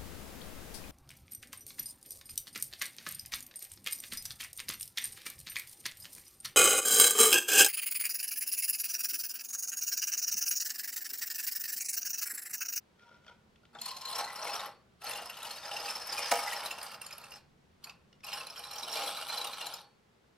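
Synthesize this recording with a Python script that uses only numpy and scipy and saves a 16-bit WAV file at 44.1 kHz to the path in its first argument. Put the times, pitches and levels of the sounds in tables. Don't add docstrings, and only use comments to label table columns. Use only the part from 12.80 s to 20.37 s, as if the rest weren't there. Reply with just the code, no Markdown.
import sys
import numpy as np
from scipy import signal
from scipy.fft import rfft, irfft, next_fast_len
from scipy.io import wavfile
from scipy.ndimage import uniform_filter1d, map_coordinates

SR = 44100
rng = np.random.default_rng(int(sys.argv[2]) if len(sys.argv) > 2 else 0)


def int16_out(signal):
    q = np.round(np.clip(np.atleast_2d(signal).T, -1, 1) * 32767)
    wavfile.write(sys.argv[1], SR, q.astype(np.int16))


N = 333837


# pitch_hz, relative_density_db (per Hz)
AIR = [(12, -39.5), (20, -6.5), (37, -18.5), (70, -3), (95, -8.5), (137, -3), (227, -5), (292, -15),
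       (317, -12.5), (397, -11.5), (620, -17.5), (674, -18), (969, -19.5), (4250, -29.5), (15800, -46.5)]
# pitch_hz, left_right_likeness (-1 to 1)
AIR_ALIKE = [(60, 1), (180, 0.77), (550, 0.1084), (1650, 0.056), (4970, 0.43), (15000, 0.18)]
# time_s, change_db
DRONE = [(0, -6), (.7, -3), (3, -4), (5, -1.5), (6.5, -5), (7.5, -7.5)]
# time_s, pitch_hz, level_db (both waver)
HUM = [(.35, 210, -92), (.55, 215.6, -80), (.85, 228, -75), (1.03, 224, -70), (1.12, 236, -101)]
# pitch_hz, t60_s
ROOM = [(200, 0.47), (2000, 0.35), (10000, 0.12)]
# pitch_hz, left_right_likeness (-1 to 1)
NEAR_ALIKE = [(300, 1), (700, 0.98), (1400, 0.99), (3100, 0.92), (5500, 0.59), (8000, 0.053),
              (11000, -0.26), (15000, -0.78)]
# time_s, left_over_right_db
LEAN = [(0, 2.5), (2, 1.13), (3.5, 0.5), (4.5, -1.3), (7.5, 0)]
AIR_DB, TOP_HZ = -66, 15830

# time_s, level_db, thin_ring_level_db
GRIP = [(0.12, -92, -99), (0.148, -95, -99), (0.192, -68, -79.5), (0.33, -62, -64), (0.41, -73, -87),
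        (0.44, -67.5, -90), (0.486, -55.5, -70), (0.535, -65, -72), (0.618, -85, -99), (0.64, -79, -99)]
# start_s, peak_db, upper_mode_lift_db, favoured_pitch_hz
TICKS = [(0.194, -54, 26, 3220), (0.222, -59, 8, 4080), (0.312, -52, -17, 2180), (0.445, -54, 5, 2930),
         (0.464, -46, 3, 4520), (0.479, -44, 3, 3220), (0.495, -46.5, -2, 3220), (0.7578, -55, 11, 2930),
         (0.8317, -57, 5, 2930), (0.852, -52, 4, 2930), (5.3272, -51.5, 21, 2930), (5.405, -55.5, 16, 3550)]
# pitch_hz, nominal_width_hz, level_db
HANDLE = [(580, 210, 2.5), (1415, 54, 15), (2180, 890, -2.5), (2930, 210, -12.5), (3220, 140, -6.5),
          (3550, 38, -6), (4080, 55, -11), (4520, 40, -4), (5300, 310, -8.5)]
# pitch_hz, nominal_width_hz, level_db
THIN_RING = [(950, 14, 0)]
UPPER_HZ, FAVOUR_DB = 1800, 9
TICK_S = 0.00213

# start_s, crack_peak_db, boom_peak_db
KNOCK = [(3.514, -14.5, -31), (3.517, -19.5, -17), (3.521, -20.5, -22.5), (3.536, -23, -28),
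         (3.555, -24.5, -28.5)]

# time_s, needle_rub_db, shell_rub_db, shell_rub_centre_hz
SHOVES = [
    [(0.93, -72, -66, 1280), (0.958, -73.5, -46, 940), (1.005, -58.5, -61.5, 875), (1.032, -49.5, -58, 850),
     (1.088, -46, -53.5, 1047), (1.156, -56, -55.5, 940), (1.298, -47, -50, 980), (1.406, -39.5, -39, 970),
     (1.434, -49.5, -47, 900), (1.534, -52.5, -49, 1130), (1.64, -42.5, -42, 810), (1.752, -41, -43, 840),
     (1.856, -47, -45, 850), (2.05, -98, -79.5, 775)],
    [(2.18, -90, -87, 1110), (2.212, -58, -56.5, 958), (2.262, -41.5, -44.5, 830),
     (2.582, -53, -50.5, 1050), (2.664, -46, -49.5, 870), (2.832, -50.5, -50, 1050),
     (2.874, -47.5, -46, 879), (3.096, -41.5, -44, 920), (3.274, -46, -46, 980), (3.374, -40, -41, 840),
     (3.46, -38.5, -42, 1020)],
    [(3.61, -39, -42, 1000), (3.66, -40.5, -41, 1000), (3.69, -38, -42.5, 950), (3.942, -48.5, -47.5, 800),
     (4.152, -50.5, -51, 1160), (4.182, -65.5, -50.5, 1120), (4.226, -54.5, -54.5, 1150),
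     (4.472, -60.5, -54.5, 1170), (4.526, -59.5, -56.5, 850), (4.572, -56, -54.5, 1130),
     (4.672, -99, -92, 842), (4.7, -79, -78, 950)],
    [(5.0, -90.5, -74, 833), (5.048, -52, -70.5, 1140), (5.06, -72, -53.5, 1080), (5.094, -61.5, -56, 1114),
     (5.2, -91, -81.5, 1020)],
    [(5.428, -83, -90, 979), (5.44, -55, -59.5, 960), (5.53, -42, -44.5, 1020), (5.684, -54.5, -54.5, 1060),
     (5.964, -49.5, -50.5, 970), (6.108, -43.5, -45.5, 727), (6.166, -35.5, -40.5, 804),
     (6.392, -43.5, -45.5, 815), (6.48, -46.5, -49, 1120), (6.528, -38, -42, 940), (6.658, -47, -47.5, 860),
     (6.774, -45.5, -48, 1080), (6.864, -45, -46.5, 760), (6.994, -53, -53.5, 985), (7.15, -88, -83, 755)],
]
# pitch_hz, nominal_width_hz, level_db
SHELL = [(373, 264, -10.5), (485.7, 30, 2), (601, 82, -2), (685, 97, -1), (817.7, 101, 0), (916, 141, -3),
         (1068, 193, -8), (1249, 175, -0.5), (1335, 113, -3.5), (1337, 44, -9), (1620, 420, -5.5)]
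# pitch_hz, nominal_width_hz, level_db
NEEDLE = [(2010, 346, -10), (2198, 160, -2.5), (2870, 110, -2), (3056, 218, 0), (3360, 555, -3),
          (4460, 90, -1.5), (4663, 100, 3), (5610, 440, -3.5), (7040, 130, -14), (7800, 1250, -7.5),
          (8110, 470, 1.5), (9200, 1100, -12.5), (10000, 260, -3), (10800, 2300, -8.5), (12420, 310, -5),
          (12920, 610, -3)]
# pitch_hz, relative_density_db (per Hz)
HISS = [(400, -14.5), (1500, 26.5), (5500, -9), (6700, 0), (9000, 26.5), (13000, 19.5), (15800, -41)]
FAMILIES_HZ = [0, 540, 760, 980, 1150, 1380, 1850, 3300, 4550, 6500, 20000]
SHARE_DB = [-7.5, -3.5, -1.5, -3, -3, -7.5, -9, -7.5, -10, -11]
FALL_DB = 6
UNDER_CAM_DB, UNDER_CAM_S = 5, 0.42

# pitch_hz, width_hz, level_db (at a needle rub of -52.5 dB)
WIRE = [(4430, 11, -68)]
WIRE_FOLLOWS = .6

# width_hz, then a list of time_s, pitch_hz, level_under_needle_rub_db
RINGS = [(45, [(1.0, 980, -14), (1.08, 1045, -3), (1.3, 1040, -2), (1.5, 1040, -8), (2.0, 1020, -18),
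         (4.6, 1050, -18), (5.1, 1130, -8), (5.6, 1060, -12), (7, 1060, -20)]), (150, [(1.0, 2600, -11),
         (1.3, 2560, -18), (2.3, 2600, -14), (3.5, 2560, -14), (4.6, 2500, -12), (5.06, 2600, -20),
         (5.075, 2560, -11), (5.6, 2480, -13), (6.1, 2360, -13), (7, 2400, -16)]), (80, [(1.0, 4170, -8),
         (1.3, 4120, -7), (1.8, 4120, -13), (2.26, 4100, -11), (2.5, 4080, -17), (3.5, 4080, -17),
         (4.6, 4060, -14), (5.5, 4060, -11), (5.9, 4060, -8), (7, 4050, -10)]), (130, [(1.0, 4790, -14),
         (1.8, 4900, -16), (2.4, 5100, -14), (3.0, 5120, -8), (3.6, 5080, -10), (4.5, 4950, -11),
         (5.1, 4700, -14), (7, 4750, -18)]), (110, [(1.0, 5300, -11), (1.8, 5330, -11), (2.4, 5300, -13),
         (3.0, 5320, -7), (4.5, 5330, -11), (5.1, 5330, -14), (5.6, 5380, -8), (6.1, 5380, -7),
         (6.4, 5370, -13), (7, 5330, -17)]), (130, [(1.45, 6200, -15), (1.55, 5750, -15), (2.0, 5750, -16),
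         (2.2, 6250, -16), (3.0, 6270, -14), (4.6, 6200, -18), (5.3, 5900, -17)]), (150, [(1.0, 7400, -10),
         (1.2, 7400, -16), (1.5, 7400, -26)]), (170, [(1.0, 8950, -24), (1.3, 8950, -19), (1.8, 8950, -18),
         (2.3, 8950, -23), (7, 8950, -24)]), (200, [(1.0, 1950, -15), (3.5, 1800, -13), (4.6, 1850, -15),
         (5.0, 1850, -26)])]
RATTLE_PER_S, RATTLE_SPREAD_DB, RATTLE_SMOOTH, RATTLE_SHARE = 91, 5, 0.37, 0.54
JOG_DB, JOG_S = -11.5, 0.01

# time_s, guide_peak_db, strongest_ring_hz, latch_snap_relative_db
FLICKS = [(0.952, -47, 3610, -33), (0.9891, -42.5, 3350, -39), (1.015, -37, 4200, 0.5),
          (1.057, -34.5, 4244, -6), (1.0807, -36.5, 4260, -12.5), (1.113, -37, 4095, -13.5),
          (1.1445, -47, 4080, -13.5), (1.166, -36, 4200, -10.5), (1.212, -39.5, 5370, -9.5),
          (1.252, -34.5, 4127, -9), (1.2827, -37.5, 4070, -9.5), (1.3249, -38, 4150, -8),
          (1.3523, -31, 5460, -12.5), (1.3813, -36, 5570, -3), (1.3955, -39.5, 5300, -20),
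          (1.4414, -35, 4200, -13), (1.477, -37.5, 1976, -20), (1.5005, -39.5, 1974, -18.5),
          (1.5579, -37.5, 5460, -11), (1.586, -41, 4230, -12.5), (1.6222, -36, 5780, -20),
          (1.6432, -40, 5260, -3.5), (1.6682, -34, 2170, -16), (1.6897, -36, 2590, -11),
          (1.73, -34, 5200, -12), (1.7527, -36, 5700, -14), (1.7917, -37.5, 3720, -14),
          (1.859, -42, 2010, -2.5), (2.218, -47.5, 2650, -10), (2.2423, -49, 3900, 5.5),
          (2.265, -34, 4350, -17), (2.3094, -34.5, 2710, -6.5), (2.3304, -37, 3470, -6),
          (2.3542, -36.5, 2780, -9), (2.38, -37.5, 2816, -28), (2.4184, -43.5, 2850, -4.5),
          (2.4563, -41.5, 5300, -6), (2.4956, -35.5, 2770, -7.5), (2.5722, -42, 2930, -4.5),
          (2.602, -43, 2620, -16.5), (2.6282, -39, 3840, -3), (2.649, -38.5, 2930, -11),
          (2.6675, -41, 4610, -8), (2.706, -33.5, 4250, -13), (2.759, -44, 3830, -5.5),
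          (2.7807, -40.5, 4480, -20), (2.833, -41.5, 3630, -13), (2.853, -37.5, 5000, -14.5),
          (2.8734, -42.5, 5270, -15), (2.9126, -37.5, 2930, -16.5), (2.9307, -36.5, 5190, -12),
          (2.9626, -31.5, 2754, -17.5), (2.9986, -33.5, 5000, -12.5), (3.054, -33.5, 4770, -17),
          (3.0777, -34, 2630, -13.5), (3.0967, -31, 5290, -13), (3.1538, -32, 5320, -14.5),
          (3.2138, -35, 5300, -12.5), (3.269, -40.5, 5300, -2.5), (3.2919, -36, 5130, -17),
          (3.3226, -29.5, 4890, -12), (3.3753, -30.5, 2450, -10), (3.4207, -34.5, 5290, -15),
          (3.4579, -38.5, 5260, -26), (3.585, -35, 2210, -10), (3.6271, -37, 5330, -9),
          (3.6705, -32.5, 2010, -12.5), (3.718, -34, 1910, -8), (3.7594, -37, 5420, -12.5),
          (3.7929, -41, 4880, -9.5), (3.8276, -41.5, 2230, -10.5), (3.8574, -32, 3980, -8),
          (3.9079, -30.5, 2726, -8.5), (3.9818, -41, 2760, -8.5), (4.0132, -39, 4760, -7),
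          (4.0292, -42, 4860, 4.5), (4.0626, -40, 4760, -11.5), (4.115, -44, 2780, -7),
          (4.1435, -41.5, 4920, -9), (4.2156, -38.5, 2730, -1.5), (4.245, -45, 5300, -12.5),
          (4.2647, -42, 4470, 2), (4.3087, -41, 2500, -6), (4.327, -38, 5200, -10.5),
          (4.382, -48, 2730, 4.5), (4.415, -52.5, 4040, -3.5), (4.4393, -42.5, 2700, -8.5),
          (4.5074, -52, 5280, -3), (4.519, -41, 2810, -11), (4.5393, -46.5, 5320, -31),
          (4.5579, -48.5, 5270, -10), (5.0429, -37.5, 4360, -3.5), (5.0734, -44, 2520, -10.5),
          (5.0973, -37.5, 2600, -21), (5.436, -43, 2560, -15), (5.444, -40.5, 5100, -4.5),
          (5.4665, -42.5, 2790, -1.5), (5.484, -37, 2760, -13.5), (5.5295, -33, 5150, -8.5),
          (5.5739, -38.5, 2880, -24), (5.6087, -35.5, 2630, -19.5), (5.6683, -38.5, 4080, -5.5),
          (5.7011, -38.5, 5300, -12), (5.76, -40.5, 3160, -10), (5.7765, -41, 5430, -11),
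          (5.7924, -42, 3035, 0), (5.838, -36.5, 3980, -11.5), (5.851, -47, 5300, -8.5),
          (5.91, -38, 4080, -7), (5.9323, -38.5, 5560, -10.5), (5.947, -49, 4080, -14),
          (5.9601, -40.5, 3150, -3), (5.981, -36, 5980, -15.5), (5.9925, -41.5, 5420, -9.5),
          (6.0287, -34, 3900, -10.5), (6.0712, -43, 3070, -11), (6.0914, -39.5, 5500, -11),
          (6.124, -33, 5490, -9.5), (6.1651, -35, 2400, -5.5), (6.1899, -40.5, 3960, -1.5),
          (6.2311, -36, 4050, -5), (6.2709, -33, 3310, -11), (6.3681, -35.5, 3960, -9.5),
          (6.423, -38.5, 2880, -10), (6.4823, -34.5, 4064, -9), (6.496, -35, 4150, -15.5),
          (6.5305, -33.5, 4060, -14.5), (6.574, -30, 4040, -10.5), (6.6135, -28.5, 3940, -16.5),
          (6.6437, -33, 2840, -2), (6.6687, -34, 3750, -7), (6.731, -35, 4050, -12.5),
          (6.8066, -34, 2800, -11.5), (6.821, -38, 4140, -24), (6.866, -35, 4070, -1),
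          (6.9387, -35, 5180, -5), (6.9845, -45.5, 3800, -16.5)]
# pitch_hz, nominal_width_hz, level_db
LATCH = [(7120, 90, 0), (8950, 130, 0), (10000, 200, -7), (11500, 200, 0), (12500, 300, -5),
         (13800, 1000, -11)]
FLICK_S, LONGER_PER_DB, LENGTH_SPREAD = .0034, 0.06, 0.11
LATCH_CREST_DB, SHARPER_PER_DB = 7, .09
THUD_DB, THUD_SPREAD_DB = 6, 1
REBOUND_S, REBOUND_DB = .011, -10.5
OWN_WIDTH_HZ, OWN_DB = 108, -12.5
RING_IN_FLICK_DB = 14.5
PING_DB, PING_S, PING_WAVER = -2, .0045, .45


def amp(db):
    return 10 ** (np.asarray(db) / 20)


def unit(x):
    return x / np.sqrt(np.mean(x ** 2) + 1e-20)


def peak(x, db):
    return x * amp(db) / np.max(np.abs(x))


def along(points, hz):
    f, v = np.transpose(points)
    return np.interp(np.log(hz + 1), np.log(f + 1), v)


def curve(rows, column, rest):
    rows = np.array(rows)
    return np.interp(np.arange(N) / SR, rows[:, 0], rows[:, column], rest, rest)


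def wobble(rate):
    coarse = np.arange(0, N + 32, 32)
    knots = rng.standard_normal(int(N * rate / SR) + 4)
    return np.interp(np.arange(N), coarse, map_coordinates(knots, [coarse * rate / SR]))


def filtered(x, response):
    m = next_fast_len(x.shape[-1] + min(x.shape[-1], 8192))
    return irfft(rfft(x, m) * response(np.fft.rfftfreq(m, 1 / SR)), m)[..., :x.shape[-1]]


def modes(table, more_db=0):
    c, w, db = np.transpose(table)[..., None]
    w = np.abs(w)
    gain = (-1) ** np.arange(len(table))[:, None] * amp(db + np.reshape(more_db, (-1, 1)))
    return lambda f: np.sum(gain * 1j * f * w / (c * c - f * f + 1j * f * w), axis=0)


def steep(table, more_db=0):
    c, w, db = np.transpose(table)[..., None]
    gain, w = amp(db + np.reshape(more_db, (-1, 1))), 1.84 * np.abs(w)
    return lambda f: np.sum(gain * (1j * f * w / (c * c - f * f + 1j * f * w)) ** 2, axis=0)


def burst(length, sharp=0.27):
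    u = np.arange(3000) / SR / np.clip(length, .0002, .02)
    return (u * np.exp(1 - u)) ** sharp * rng.standard_normal(len(u))


def snap(length, delay):
    t = np.arange(3000) / SR
    return np.exp(-((t - delay) / length) ** 2) * rng.standard_normal(len(t))


def grit(rate, spread_db, smooth):
    slips = (rng.random(N) < rate / SR) * amp(spread_db * rng.standard_normal(N))
    chatter = signal.fftconvolve(slips, np.hanning(90), "same")
    return (unit(chatter) + smooth) * rng.standard_normal(N)


def pair(mid, side, alike):
    turn = lambda hz: np.arccos(np.clip(along(alike, hz), -1, 1)) / 2
    turned = lambda hz: np.array([np.cos(turn(hz)), np.sin(turn(hz))])
    a, b = filtered(np.array([mid, side]), turned)
    return np.array([a + b, a - b])


def air():
    a, b = filtered(rng.standard_normal((2, N)), lambda hz: amp(along(AIR, hz)))
    low_db = np.interp(np.arange(N) / SR, *np.transpose(DRONE))
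    drone = filtered(np.array([a, b]), lambda hz: 1 / (1 + (hz / 280) ** 6))
    a, b = a + (amp(low_db) - 1) * drone[0], b + (amp(low_db) - 1) * drone[1]
    return amp(AIR_DB) * unit(pair(a, b, AIR_ALIKE))


def hum():
    turns = np.cumsum(curve(HUM, 1, 0) + 6 * wobble(31.0)) / SR
    return amp(curve(HUM, 2, -200) + 8.0 * wobble(24.4)) * np.sqrt(2) * np.sin(2 * np.pi * turns)


def tails(t60s, count):
    hz, t, z = signal.stft(rng.standard_normal((count, SR // 2)), SR, nperseg=256)
    tail = signal.istft(z * amp(-60 * t / along(t60s, hz)[:, None]), SR, nperseg=256)[1]
    return tail / np.linalg.norm(tail, axis=1, keepdims=True)


def scatter(x):
    z = signal.stft(x, nperseg=256)[2]
    drift = uniform_filter1d(rng.standard_normal(z.shape), size=3, axis=0)
    drift = uniform_filter1d(drift, size=30, axis=1)
    y = signal.istft(z * np.exp(1j * np.pi * unit(drift)), nperseg=256)[1][:N]
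    return unit(y) * np.std(x)


def creak():
    ticks, hz = np.zeros(N + SR), np.array(HANDLE)[:, 0]
    for s, db, lift_db, own_hz in TICKS:
        favour_db = FAVOUR_DB * np.exp(-(np.log(hz / own_hz) / .06) ** 2)
        more_db = lift_db * (hz > UPPER_HZ) + favour_db + rng.normal(0, 2.7, len(HANDLE))
        tick = filtered(snap(TICK_S, TICK_S), steep(HANDLE, more_db))
        ticks[round(s * SR):][:len(tick)] += peak(tick, db)
    slips = grit(300, 1.8, 1.0)
    thin = amp(curve(GRIP, column=2, rest=-200)) * unit(filtered(slips, steep(THIN_RING)))
    run = unit(amp(1.62 * wobble(58.3)) * filtered(slips, steep(HANDLE)))
    return ticks[:N] + thin + amp(curve(GRIP, 1, -200)) * run


def knock():
    out, hz = np.zeros(N + SR), np.array(SHELL)[:, 0]
    crack_colour = [(800, -20.5), (1500, 6), (2000, 11.0), (3500, 2.0), (6000, 3.0), (15000, -1.0)]  # Hz, dB
    boom_modes = np.vstack([np.array(SHELL) * [1, .45, 1], (195, 25, -26), (280, 40, -24)])
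    boom_db_by_mode = np.append(-15 * np.abs(np.log2(hz / 740)), [0, 0])
    for s, crack_db, boom_db in KNOCK:
        crack = filtered(snap(0.0046, 0.0028), lambda f: amp(along(crack_colour, f)))
        push = np.arange(len(crack)) == 0
        boom = filtered(push, steep(boom_modes, boom_db_by_mode))
        out[round(s * SR):][:len(crack)] += peak(crack, crack_db) + peak(boom, boom_db)
    return out[:N]


def rub():
    first, before, after, *rest = SHOVES
    strokes = [first, before + after, *rest]
    return [np.max([curve(rows, column, -200) for rows in strokes], axis=0) for column in range(1, 4)]


def off_centre(hz, centre_hz):
    return -FALL_DB * np.abs(np.log2(hz / np.clip(centre_hz, 400, 1800)))


def under_cam(low, high):
    s, _, hz, _ = np.transpose(FLICKS)
    belongs = np.interp(np.arange(N) / SR, s, (low <= hz) & (hz < high))
    return uniform_filter1d(belongs, size=int(UNDER_CAM_S * SR))


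def patchy(x, depth_db):
    z = signal.stft(x, nperseg=256)[2]
    field = uniform_filter1d(rng.standard_normal(z.shape), size=4, axis=0)
    field = uniform_filter1d(field, size=14, axis=1)
    return signal.istft(z * amp(depth_db * unit(field)), nperseg=256)[1][:N]


def wire():
    noise, ring = rng.standard_normal(N), modes(WIRE)
    shake = amp(WIRE_FOLLOWS * (rub()[0] + 52.5)) * noise
    steady, shaken = filtered(np.array([noise, shake]), ring)
    return amp(WIRE[0][2]) * shaken / np.std(steady)


def slide():
    rough = grit(400, 4, 1.0)
    surge, slips, out = wobble(45), patchy(rough, 1.1), np.zeros(N)
    needle_db, shell_db, centre_hz = rub()
    for share_db, low, high in zip(SHARE_DB, FAMILIES_HZ, FAMILIES_HZ[1:]):
        members = [m for m in SHELL + NEEDLE if low <= m[0] < high]
        family = steep(members)
        excite = amp(0.4 * surge + 1.6 * wobble(7)) * slips
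        if low > SHELL[-1][0]:
            rub_db = needle_db + UNDER_CAM_DB * under_cam(low, high)
        else:
            rub_db = shell_db + off_centre(np.mean([m[0] for m in members]), centre_hz)
        level = amp(share_db + rub_db)
        steady = np.std(excite) * np.sqrt(np.mean(np.abs(family(np.arange(SR // 16) * 8.0)) ** 2))
        out += filtered(level * excite, family) / steady
    hiss = unit(filtered(amp(4.0 * surge) * slips, lambda hz: amp(along(HISS, hz))))
    return amp(-2.5) * out + amp(2.0) * level * hiss


def jogs(needle_db):
    s, db, _, _ = np.transpose(FLICKS)
    at = np.round(s * SR).astype(int)
    hits = np.bincount(at, amp(np.clip(db - needle_db[at], 0, 18) + JOG_DB), N)
    t = np.arange(2000) / SR
    return signal.fftconvolve(hits, t / JOG_S * np.exp(1 - 2 * t / JOG_S) * 2)[:N]


def rings():
    out, t, needle_db = np.zeros(N), np.arange(N) / SR, rub()[0]
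    jog = jogs(needle_db)
    for width_hz, rows in RINGS:
        s, hz, db = np.transpose(rows)
        jolts = (rng.random(N) < RATTLE_PER_S / SR) * amp(RATTLE_SPREAD_DB * rng.standard_normal(N))
        shake = RATTLE_SHARE * unit(uniform_filter1d(jolts, size=80)) + RATTLE_SMOOTH + jog
        shake = shake * (rng.standard_normal(N) + 1j * rng.standard_normal(N))
        keep = np.exp(-2 * np.pi * abs(width_hz) / SR)
        poles = [1, -2 * keep, keep ** 2]
        steady = np.std(shake.real) * np.linalg.norm(signal.lfilter([1], poles, t[:SR] == 0))
        pushed = signal.lfilter([1], poles, amp(needle_db + np.interp(t, s, db)) * shake)
        turns = np.cumsum(np.interp(t, s, hz)) / SR
        out += np.real(pushed * np.exp(2j * np.pi * turns)) / steady
    return out


def rings_at(s):
    now = lambda rows, column: np.interp(s, np.array(rows)[:, 0], np.array(rows)[:, column])
    return [(now(rows, column=1), width_hz, now(rows, column=2) + RING_IN_FLICK_DB)
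            for width_hz, rows in RINGS[1:]]


def ping(hz, length):
    t = np.arange(3000) / SR
    waver = PING_WAVER * unit(uniform_filter1d(rng.standard_normal(len(t)), size=90))
    swell = 1 - np.exp(-(t / (1.8 * length)) ** 4)
    return peak(swell * np.exp(-t / PING_S) * np.sin(2 * np.pi * hz * t + waver), 0)


def flicks():
    out, top = np.zeros(N + SR), np.array(NEEDLE)[:, 0] > FAMILIES_HZ[-2]
    still = np.array(NEEDLE)[~top]
    needle_db, shell_db, centre_hz = rub()
    for s, db, own_hz, top_db in FLICKS:
        at = round((s + .01) * SR)
        luck, weight, later, spring = rng.standard_normal(4)
        length = FLICK_S * np.exp(LONGER_PER_DB * (needle_db[at] + 51.0) + LENGTH_SPREAD * luck)

        stem = np.vstack([still, rings_at(s), (own_hz, OWN_WIDTH_HZ, OWN_DB)])
        near_db = 6 * np.exp(-(np.log(stem[:, 0] / own_hz) / 0.017) ** 2)
        chance_db = rng.normal(0, 2.5, len(stem))
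        hit = snap(1.35 * length, 1.17 * length)
        rebound = snap(length, length + REBOUND_S * np.exp(0.28 * later))
        again = amp(REBOUND_DB + 1.6 * spring) * rebound
        ring = peak(filtered(hit + again, steep(stem, near_db + chance_db)), db - 4.5)
        ring += amp(db + PING_DB) * ping(own_hz, length)

        brief = 1.66 * length * np.exp(-SHARPER_PER_DB * np.clip(top_db + 10, 0, 9))
        latch = steep(LATCH, rng.normal(0, 4.2, len(LATCH)))
        click = peak(filtered(snap(brief, 0.002 + 0.96 * brief), latch), db + top_db + LATCH_CREST_DB)

        tilt_db = 1.5 * off_centre(np.array(SHELL)[:, 0], centre_hz[at])
        shell = modes(SHELL, tilt_db + rng.normal(0, 3.13, len(SHELL)))
        thud_db = shell_db[at] + THUD_DB + THUD_SPREAD_DB * weight
        thud = peak(filtered(burst(1.5 * length), shell), thud_db)
        out[round((s - .0035) * SR):][:len(ring)] += ring + click + thud
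    return out[:N]


def scene():
    near = creak() + knock() + wire() + slide() + rings() + flicks()
    lean = np.interp(np.arange(N) / SR, *np.transpose(LEAN)) / 2
    lead = 0.96 * lean * np.gradient(near)
    close = (pair(near, scatter(near), NEAR_ALIKE) + [lead, -lead]) * amp([lean, -lean])
    both, left, right = tails(ROOM, count=3)
    delayed = np.pad(near, (300, 0))[None]
    walls = signal.fftconvolve(delayed, both + 0.054 * np.array([left, right]), axes=1)[:, :N]
    return air() + hum() + amp(-11.0) * walls + close


def record(dry):
    return filtered(dry, lambda hz: hz < TOP_HZ)


dry = scene()
out = record(dry)
int16_out(out)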